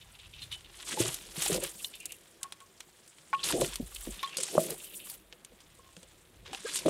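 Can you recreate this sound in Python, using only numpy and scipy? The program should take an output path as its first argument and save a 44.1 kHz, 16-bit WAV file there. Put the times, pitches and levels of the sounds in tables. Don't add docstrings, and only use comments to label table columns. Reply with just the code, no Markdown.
import sys
import numpy as np
from scipy import signal
from scipy.io import wavfile

SR = 44100
rng = np.random.default_rng(int(sys.argv[2]) if len(sys.argv) > 2 else 0)


def transcribe(u):
    v = np.clip(np.atleast_2d(u).T, -1, 1)
    q = np.round(v * 32767).astype(np.int16)
    wavfile.write(sys.argv[1], SR, q)


N = 303849

# f/Hz, relative level per hertz/dB
BUSH_SPECTRUM = [(100, -17), (160, -3.5), (400, -14.5), (717, -8.5), (1080, -10.5), (1960, -11.5),
                 (3540, -16), (6000, -43.5), (8820, -16), (13500, -21), (16300, -20)]
BUSH_DB = -66.5
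# t/s, rumble level/dB, throb
# level/dB
LOW_BASS_LEVELS = [(0.0, -55, -57), (0.13, -67, -69), (0.42, -53.5, -60), (0.92, -71, -62),
                   (1.42, -67, -59), (1.61, -66, -52), (1.73, -74, -72.5), (3.26, -79, -83),
                   (3.59, -49, -49), (3.75, -84, -55), (3.82, -52, -50), (3.95, -77, -57.5),
                   (4.14, -60, -49), (4.2, -81, -71), (4.44, -89, -86.5), (4.59, -65.5, -71.5),
                   (4.66, -76, -71), (6.31, -70, -72), (6.41, -54, -55.5), (6.72, -99, -77),
                   (6.89, -52, -55)]
# t/s, strength level/dB, length/s, rubbed pitch f/Hz
CREAK_EVENTS = [(.01, -41, 0.025, 3250), (0.142, -44.5, 0.032, 3080), (0.186, -38, 0.039, 3190),
                (0.224, -41, 0.057, 3120), (0.322, -37, 0.064, 3160), (0.381, -35, 0.038, 3200),
                (0.413, -32, 0.038, 3500), (0.505, -27, 0.058, 3340), (0.642, -41.5, 0.027, 3270),
                (1.789, -38.5, 0.029, 3000), (1.845, -25.5, 0.0047, 3390), (1.929, -33, 0.048, 3200),
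                (1.993, -38, 0.087, 2600), (2.084, -37.5, 0.069, 2600), (3.344, -33, 0.0088, 2620),
                (3.371, -33, 0.073, 3200), (3.429, -27, 0.016, 3790), (3.959, -31.5, 0.01, 3210),
                (4.189, -34.5, 0.028, 3350), (4.243, -35, 0.008, 3640), (4.296, -44, 0.033, 2900),
                (4.319, -35.5, 0.043, 2700), (4.796, -40.5, 0.029, 3200), (4.832, -37, 0.061, 3200),
                (4.892, -42.5, 0.057, 3000), (4.932, -39, 0.025, 3260), (4.983, -37, 0.088, 3100)]
# f/Hz, relative level/dB, t60/s
SPOKE_MODES = [(2490, 0, 0.017), (2730, 5.5, 0.018), (2995, -10.5, 0.081), (3200, 3, 0.0053),
               (3606, 4.5, 0.015), (4080, 9.5, 0.035)]
# t/s, level/dB, f/Hz, rubbing time/s, t60/s
SQUEAK_EVENTS = [(0.522, -40.5, 2995, 0.027, 0.12), (3.392, -39.5, 3310, 0.0085, 0.031),
                 (4.275, -43.5, 3230, .004, .07), (5.788, -56, 1076, 0.01, 0.092),
                 (5.83, -65.5, 1075, 0.061, 0.29)]
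# t/s, strength level/dB, contact length/s
KNOCK_EVENTS = [(2.412, -55, 0.0051), (2.441, -45, 0.023), (2.466, -54.5, 0.12), (2.605, -51.5, 0.025),
                (3.33, -25, 0.015), (3.393, -47, 0.039), (4.2314, -35, 0.0069)]
# f/Hz, relative level/dB, t60/s
BUCKET_MODES = [(1096, 1.5, 0.15), (1106, -12, 0.24), (880, -8, 0.053), (1410, 5, 0.0073),
                (1790, -15.5, 0.091), (2270, -11, 0.019)]
HARD_KNOCK_DB, BRIGHTER_DB_PER_OCTAVE_PER_DB = -52, 0.18

# t/s, spray level/dB, patter level/dB, trough level/dB
DRIBBLE_LEVELS = [(0.0, -65, -64, -73), (0.69, -65.5, -62.5, -67.5), (1.2, -52, -56.5, -59.5),
                  (1.75, -58.5, -62, -62.5), (2.4, -63.5, -69, -67), (2.95, -62.5, -70.5, -69.5),
                  (3.4, -59.5, -66.5, -68), (4.75, -88, -64, -60), (5.13, -62, -70, -64),
                  (5.22, -73, -68.5, -66.5), (6.0, -60, -67, -69), (6.432, -71, -70, -67),
                  (6.89, -55, -49.5, -51.5)]
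# t/s of full strength, swell before it/s, hold/s, spray level/dB, patter level/dB
SHEET_SURGES = [(0.423, 0.04, 0.0074, -54.5, -57), (0.517, 0.011, 0.017, -49, -50.5),
                (0.794, 0.17, 0.028, -53, -54.5), (0.888, 0.08, 0.048, -38.5, -44),
                (0.998, 0.064, 0.028, -31, -38.5), (1.046, 0.017, 0.044, -45.5, -45.5),
                (1.12, 0.057, 0.017, -43.5, -54), (1.16, .012, 0.016, -52, -69),
                (1.405, 0.13, 0.073, -36.5, -39.5), (1.508, 0.048, 0.053, -39, -41),
                (1.627, 0.061, 0.036, -45.5, -43), (1.84, 0.39, 0.0039, -49, -82),
                (3.44, 0.0084, 0.074, -32, -40.5), (3.638, 0.38, 0.037, -39, -46),
                (3.726, 0.15, 0.013, -53, -48), (3.979, 1, 0.17, -52, -61), (4.233, 0.51, 0.11, -58, -51.5),
                (4.369, 0.0034, 0.075, -36.5, -49), (4.477, 0.04, 0.082, -42, -47.5),
                (4.593, 0.053, 0.063, -42, -48), (4.705, 0.11, 0.011, -49.5, -47),
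                (4.857, 1, 0.0075, -53, -67), (4.965, 0.2, 0.013, -54.5, -84),
                (5.054, 0.036, 0.089, -55, -61.5), (6.459, 0.019, 0.03, -79, -51),
                (6.53, 0.046, 0.068, -59, -54.5), (6.67, 0.1, 0.014, -78, -45.5),
                (6.76, 0.3, 0.026, -33.5, -48), (6.885, 0.02, .02, -42, -45)]
SHEET_SWELL_DB, SHEET_FADE_DB_PER_S = 44.5, 431
# t/s of full strength, swell before it/s, hold/s, level/dB
RUSH_SURGES = [(0.992, 0.31, 0.028, -43.5), (1.36, 0.095, 0.16, -55), (1.497, 0.014, 0.081, -39),
               (1.624, .02, 0.015, -44), (3.308, .012, 0.23, -64.5), (3.452, 0.057, 0.081, -47.5),
               (3.539, 0.029, 0.098, -32), (4.073, 0.021, 0.0039, -48), (4.367, 0.013, 0.07, -55.5),
               (4.546, 0.086, 0.028, -35), (4.62, 0.038, 0.087, -44), (6.5, 0.17, 0.0035, -57.5),
               (6.855, 0.012, .04, -31.5)]
RUSH_SWELL_DB, RUSH_FADE_DB_PER_S = 56, 401
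# f/Hz, width/Hz, relative level/dB
TROUGH_RESONANCES = [(117, 36.3, -15), (167.6, 10.4, 8.5), (267, 50, -12), (343.5, 53, 11), (526, 150, 5),
                     (681.6, 11, 9.5)]
# f/Hz, width/Hz, relative level/dB
WALL_RESONANCES = [(1000, 300, -1), (1780, 810, 2.5), (2600, 900, 6), (3500, 940, 6), (5660, 3200, -6)]
# f/Hz, relative level per hertz/dB
SPRAY_SPECTRUM = [(2350, -12.5), (4000, -11), (5460, -1.5), (6560, -9), (7380, 2.5), (9610, 0.5),
                  (12000, -7.5), (14500, -14.5), (16400, -19)]
# t/s, level/dB
TREBLE_DRIVE = [(0, 8.5), (1.0, 7), (2.0, 12.5), (2.7, 0), (3.6, 7.5), (4.05, 13.5), (4.4, 4), (5.0, 21),
                (5.6, -0.5), (6.89, 6.5)]
TREBLE_HZ = 11600

# t/s, level/dB, start f/Hz, end f/Hz, length/s
BLOOP_EVENTS = [(6.515, -47.5, 186, 556, 0.031), (6.646, -33.5, 378, 528, 0.018),
                (6.655, -40.5, 1676, 1530, 0.029), (6.663, -43.5, 1190, 1350, 0.017)]
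BLOOP_ROUGHNESS = 0.22
# t/s, level/dB, strongest f/Hz, t60/s
THUMP_EVENTS = [(0.937, -34, 375, 0.039), (0.973, -29.5, 862, 0.094), (0.998, -25, 117, 0.16),
                (1.0, -18, 341, 0.072), (1.035, -40.5, 646, 0.24), (1.045, -33, 369, 0.17),
                (1.052, -34.5, 128, 0.19), (1.374, -29, 159, 0.062), (1.499, -21, 410, 0.056),
                (1.516, -22.5, 163, 0.092), (1.546, -23, 514, 0.083), (1.566, -31, 363, 0.075),
                (1.578, -25.5, 552, 0.054), (1.624, -36.5, 550, 0.13), (3.532, -30, 294, 0.077),
                (3.548, -28.5, 369, 0.1), (3.617, -14, 534, 0.034), (3.798, -17.5, 240, 0.042),
                (3.821, -29.5, 164, 0.061), (4.071, -19.5, 261, 0.022), (4.086, -27, 218, 0.039),
                (4.384, -33.5, 517, 0.089), (4.5515, -16.5, 402, 0.024), (4.5785, -6, 603, 0.034),
                (4.569, -24, 547, 0.032), (4.58, -30, 161, 0.13), (4.593, -25, 645, 0.14),
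                (4.721, -30.5, 438, 0.053), (5.33, -50.5, 492, .07), (5.518, -49.5, 490, 0.068),
                (5.53, -51.5, 196, 0.09), (5.787, -51, 486, 0.075), (5.965, -49, 494, .05),
                (5.967, -44, 179, 0.12), (6.031, -51.5, 515, .06), (6.531, -34, 780, 0.071),
                (6.859, -16, 622, 0.063), (6.856, -17, 362, 0.035), (6.881, -17, 616, 0.04)]
THUMP_RISE_CYCLES, CHURN_UNDER_THUMP_DB = 0.77, -15.5
# t/s, bright spray level/dB, body level around 3 kHz/dB
SPLAT_EVENTS = [(0.925, -44, -33), (1.078, -31, -43), (1.142, -32, -50), (1.4198, -24, -34),
                (1.46, -34, -44), (1.479, -35, -51), (1.527, -30, -41), (1.543, -29, -54),
                (1.636, -34.5, -49), (1.825, -42, -58), (1.844, -39, -42), (1.953, -43, -65),
                (2.001, -42, -79), (2.055, -27.5, -49.5), (2.1202, -34.5, -49), (2.43, -27.5, -43),
                (2.5218, -38, -37), (2.603, -47, -53), (2.804, -40, -39.5), (3.0765, -45.5, -66),
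                (3.184, -71, -49), (3.438, -45, -41), (3.523, -50, -26), (3.611, -29, -30),
                (3.7562, -27.5, -39), (3.947, -37, -72), (4.229, -41, -30.5), (4.3693, -21, -47),
                (4.3827, -54, -35), (4.402, -37, -39), (4.432, -26, -40), (4.465, -41, -49),
                (4.602, -28, -59), (4.704, -30.5, -72), (4.965, -49, -65), (5.098, -34, -51.5),
                (5.3252, -72, -40), (5.447, -42, -51.5), (5.6035, -53.5, -51.5), (5.965, -51, -48),
                (6.029, -48.5, -55), (6.5306, -43, -35), (6.545, -58, -36), (6.694, -48, -41.5),
                (6.736, -40, -46), (6.757, -24.5, -34), (6.788, -44, -39), (6.8603, -36, -33.5)]
SPLAT_RISE_S, SPLAT_T60_S, SNAP_OVER_SPRAY_DB = 0.002, 0.029, 7

CUTOFF_HZ = 16450


def from_db(db):
    return 10 ** (np.asarray(db) / 20)


def rms_one(x):
    return x / np.sqrt(np.mean(x ** 2) + 1e-20)


def level(rows):
    s, db = np.transpose(rows)
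    return from_db(np.interp(np.arange(N) / SR, s, db))


def drift(rate):
    r = np.exp(-2 * np.pi * rate * 20 / SR)
    noise = rng.standard_normal(N // 20 + 2002)
    slow = signal.lfilter([1], [1, -2 * r, r * r], noise)[2000:]
    return np.interp(np.arange(N) / 20, np.arange(len(slow)), rms_one(slow))


def above(x, hz, order):
    dither = np.resize([1e-12, -1e-12], N)
    return signal.sosfilt(signal.butter(order, hz, "high", fs=SR, output="sos"), x + dither)


def band_pass(x, low_hz, high_hz, order=2):
    return signal.sosfilt(signal.butter(order, [low_hz, high_hz], "band", fs=SR, output="sos"), x)


def ring(clicks, hz, t60):
    r, w = from_db(-60 / (t60 * SR)), 2 * np.pi * hz / SR
    return signal.lfilter([0, np.sin(w)], [1, -2 * r * np.cos(w), r * r], clicks + 1e-18)


def resonate(x, peaks):
    out = 0
    for k, (hz, width_hz, db) in enumerate(peaks):
        r = np.exp(-np.pi * width_hz / SR)
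        a = [1, -2 * r * np.cos(2 * np.pi * hz / SR), r * r]
        peak = signal.lfilter([(1 - r * r) / 2, 0, (r * r - 1) / 2], a, x)
        out = out + (-1) ** k * from_db(db) * peak
    return rms_one(out)


def coloured(x, spectrum, patchy_db, rate):
    hz, db = np.transpose(spectrum)
    band_count = round(2.5 * np.log2(hz[-1] / hz[0]))
    edges = np.geomspace(hz[0], min(hz[-1], .45 * SR), band_count + 1)
    out = 0
    for k, (low, high) in enumerate(zip(edges, edges[1:])):
        centre_db = np.interp(np.log(low * high) / 2, np.log(hz), db)
        gain = from_db(centre_db + patchy_db * drift(rate))
        out = out + (-1) ** k * gain * band_pass(x, low, high)
    return rms_one(out)


def random_clicks(per_s, spread_db, largest):
    sizes = from_db(spread_db * np.minimum(rng.exponential(1, N), largest)) * rng.choice([-1, 1], N)
    return sizes * (rng.random(N) < per_s / SR)


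def droplets(per_s, spread_db, noise_share):
    clicks = rms_one(random_clicks(per_s, spread_db, largest=5))
    return rms_one(clicks + noise_share * rng.standard_normal(N))


def bubbles(per_s, low_hz, high_hz, cycles, spread_db, count):
    clicks = random_clicks(per_s, spread_db, largest=4)
    dealt = rng.integers(0, count, N)
    pitches = np.geomspace(low_hz, high_hz, count)
    return rms_one(sum(ring(clicks * (dealt == k), hz, cycles / hz) for k, hz in enumerate(pitches)))


def struck(events, modes, strengths_db, slips, rise, first):
    span = SR // 5
    t, forces = np.arange(span) / SR, np.zeros((len(modes), N + span))
    sizes = rng.standard_normal((len(events), span))
    chances = rng.random((len(events), span))
    for (s, peak_db, length), size, chance, strength_db in zip(events, sizes, chances, strengths_db):
        part = np.clip(t / max(length, .002), 0, 1)
        grip = np.minimum(part / rise, 1) * np.sqrt(1 - part)
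        run = size * ((chance < slips / (length * SR)) + 0.11) * grip
        force = run / np.sqrt(np.sum(run ** 2)) + first * (t == 0)
        i = round(s * SR)
        forces[:, i:i + span] += from_db(peak_db + strength_db)[:, None] * force
    return sum(from_db(db) * ring(force[:N], hz, t60) for force, (hz, db, t60) in zip(forces, modes))


def bush():
    noise = rng.standard_normal(N)
    return from_db(BUSH_DB) * coloured(noise, BUSH_SPECTRUM, patchy_db=1.8, rate=20.0)


def low_bass():
    rumble = band_pass(rng.standard_normal(N), 62.0, 118.0)
    throb = band_pass(rng.standard_normal(N), 36.0, 54.0)
    rows = np.array(LOW_BASS_LEVELS)
    lumps = from_db(1.8 * drift(2.9))
    rumbling = level(rows[:, [0, 1]]) * rms_one(lumps * rumble)
    return rumbling + level(rows[:, [0, 2]]) * rms_one(lumps * throb)


def creaks():
    rows, spoke_hz = np.array(CREAK_EVENTS), np.array(SPOKE_MODES)[:, 0]
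    detuning = (spoke_hz - rows[:, 3:]) / 455.0
    strengths_db = rng.normal(0, 0.3, (len(rows), len(spoke_hz))) - 10.0 * detuning ** 2
    rung = struck(rows[:, :3], SPOKE_MODES, strengths_db, slips=35.0, rise=0.2, first=0)
    return above(rung, 2340.0, order=4)


def squeaks():
    out, tremble = np.zeros(N), 0.7 * drift(80.0)
    for s, peak_db, hz, rubbed, t60 in SQUEAK_EVENTS:
        i, t = round(s * SR), np.arange(SR // 3) / SR
        swell = np.minimum(t / 0.0025, 1) * (1 + tremble[i:i + len(t)] * (t < rubbed))
        decay = from_db(peak_db - 60 * np.maximum(t - rubbed, 0) / t60)
        out[i:i + len(t)] += swell * decay * np.sin(2 * np.pi * hz * t)
    return out


def knocks():
    octaves = np.log2(np.array(BUCKET_MODES)[:, 0] / BUCKET_MODES[0][0])
    hardness = np.maximum(np.array(KNOCK_EVENTS)[:, 1:2] - HARD_KNOCK_DB, 0)
    chance_db = rng.normal(0, 1.0, (len(KNOCK_EVENTS), len(BUCKET_MODES)))
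    strengths_db = chance_db + BRIGHTER_DB_PER_OCTAVE_PER_DB * hardness * octaves
    rung = struck(KNOCK_EVENTS, BUCKET_MODES, strengths_db, slips=25.0, rise=0.047, first=0.57)
    return above(rung, 880.0, order=4)


def surges(s, swell, hold, db, swell_db, fade_db_per_s):
    out = np.zeros(N)
    for full, rise, stay, top_db in zip(s, np.maximum(swell, .002), hold, db):
        i = max(round((full - 3 * rise) * SR), 0)
        t = np.arange(i, min(round((full + stay + .5) * SR), N)) / SR - full
        climb_db = swell_db * np.minimum(t / rise, 0)
        fade_db = fade_db_per_s * np.maximum(t - stay, 0)
        out[i:i + len(t)] += from_db(top_db + climb_db - fade_db)
    return out


def flows():
    s, swell, hold, spray_db, patter_db = np.transpose(SHEET_SURGES)
    spray = surges(s, swell, hold, spray_db, SHEET_SWELL_DB, SHEET_FADE_DB_PER_S)
    patter = surges(s, swell, hold, patter_db, SHEET_SWELL_DB, SHEET_FADE_DB_PER_S)
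    trough = surges(*np.transpose(RUSH_SURGES), RUSH_SWELL_DB, RUSH_FADE_DB_PER_S)
    rows = np.array(DRIBBLE_LEVELS)
    return [gain + level(rows[:, [0, k]]) for k, gain in enumerate((spray, patter, trough), 1)]


def trough_churn():
    gulps = bubbles(per_s=140., low_hz=155.3, high_hz=747.0, cycles=26.0, spread_db=3.5, count=8)
    churn = rms_one(resonate(rng.standard_normal(N), TROUGH_RESONANCES) + 0.77 * gulps)
    return band_pass(churn, 118.0, 790.0, order=4)


def wall_body():
    return resonate(droplets(per_s=1200.0, spread_db=3.5, noise_share=0.8), WALL_RESONANCES)


def patter_texture(body):
    drops = bubbles(per_s=250.0, low_hz=800.0, high_hz=6000., cycles=30.0, spread_db=3.0, count=12)
    flurries = rms_one(from_db(2.5 * drift(45.)))
    return flurries * rms_one(body + 0.35 * drops)


def bright_spray():
    grain = droplets(per_s=4000., spread_db=2.5, noise_share=0.8)
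    bright = coloured(grain, SPRAY_SPECTRUM, patchy_db=3.5, rate=37.0)
    pings = bubbles(per_s=900.0, low_hz=3000., high_hz=12300.0, cycles=100.0, spread_db=3.5, count=16)
    bright = rms_one(bright + 0.26 * pings)
    high_pass = signal.butter(2, TREBLE_HZ, "high", fs=SR, output="sos")
    treble = signal.sosfiltfilt(high_pass, bright)
    return bright + (level(TREBLE_DRIVE) - 3.0) * treble


def bloops():
    out = np.zeros(N)
    for s, peak_db, start_hz, end_hz, length in BLOOP_EVENTS:
        i, t = round(s * SR), np.arange(round(length * SR)) / SR
        turns = start_hz * t + (end_hz - start_hz) * t ** 2 / (2 * length)
        swell = np.sqrt(np.sin(np.pi * t / length))
        out[i:i + len(t)] += from_db(peak_db) * swell * np.sin(2 * np.pi * turns)
    return out * (1 + BLOOP_ROUGHNESS * drift(180.0))


def thumps(churn):
    slugs, shaken = np.zeros(N), np.zeros(N)
    for s, peak_db, hz, t60 in THUMP_EVENTS:
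        i = round(s * SR)
        t = np.arange(min(N - i, SR // 3)) / SR
        blow = from_db(peak_db) * (1 - np.exp(-(t * hz / THUMP_RISE_CYCLES) ** 2))
        tone = np.sin(2 * np.pi * hz * t) * from_db(-60 * t / t60)
        crack = 0.027 / t60 * np.sin(2 * np.pi * 1.926 * hz * t) * np.exp(-t / 0.0016)
        slugs[i:i + len(t)] += blow * (tone + crack)
        shaken[i:i + len(t)] += blow * from_db(CHURN_UNDER_THUMP_DB - 60 * t / (1.15 * t60))
    return above(slugs, 67.0, order=3) + shaken * churn


def splats(bright, body):
    high, low, snaps = np.zeros(N), np.zeros(N), np.zeros((2, N))
    for s, peak_db, body_db in SPLAT_EVENTS:
        i = round(s * SR)
        t = np.arange(min(N - i, SR // 4)) / SR
        fall = np.minimum(t / SPLAT_RISE_S, 1) * from_db(-60 * t / SPLAT_T60_S)
        high[i:i + len(t)] += from_db(peak_db) / bright[i:i + SR // 50].std() * fall
        low[i:i + len(t)] += from_db(body_db) / body[i:i + SR // 50].std() * fall
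        snaps[:, i + round(.001 * SR)] = from_db(np.add([peak_db, body_db], SNAP_OVER_SPRAY_DB))
    snapping = ring(snaps[0], 9600.0, 0.00115) + ring(snaps[1], 3370.0, 0.0024)
    return high * bright + low * body + snapping


def scene():
    background = bush() + low_bass()
    bamboo = creaks() + squeaks() + knocks()
    spraying, pattering, rushing = flows()
    churn, body, bright = trough_churn(), wall_body(), bright_spray()
    clumps = from_db(1.8 * drift(60.0))
    spray = spraying * clumps * bright
    patter = pattering * patter_texture(body)
    water = rushing * churn + patter + spray + bloops() + thumps(churn) + splats(bright, body)
    return (background + bamboo + water)[None]


def record(dry):
    return signal.sosfilt(signal.cheby2(14, 60, CUTOFF_HZ, fs=SR, output="sos"), dry)


dry = scene()
out = record(dry)
transcribe(out)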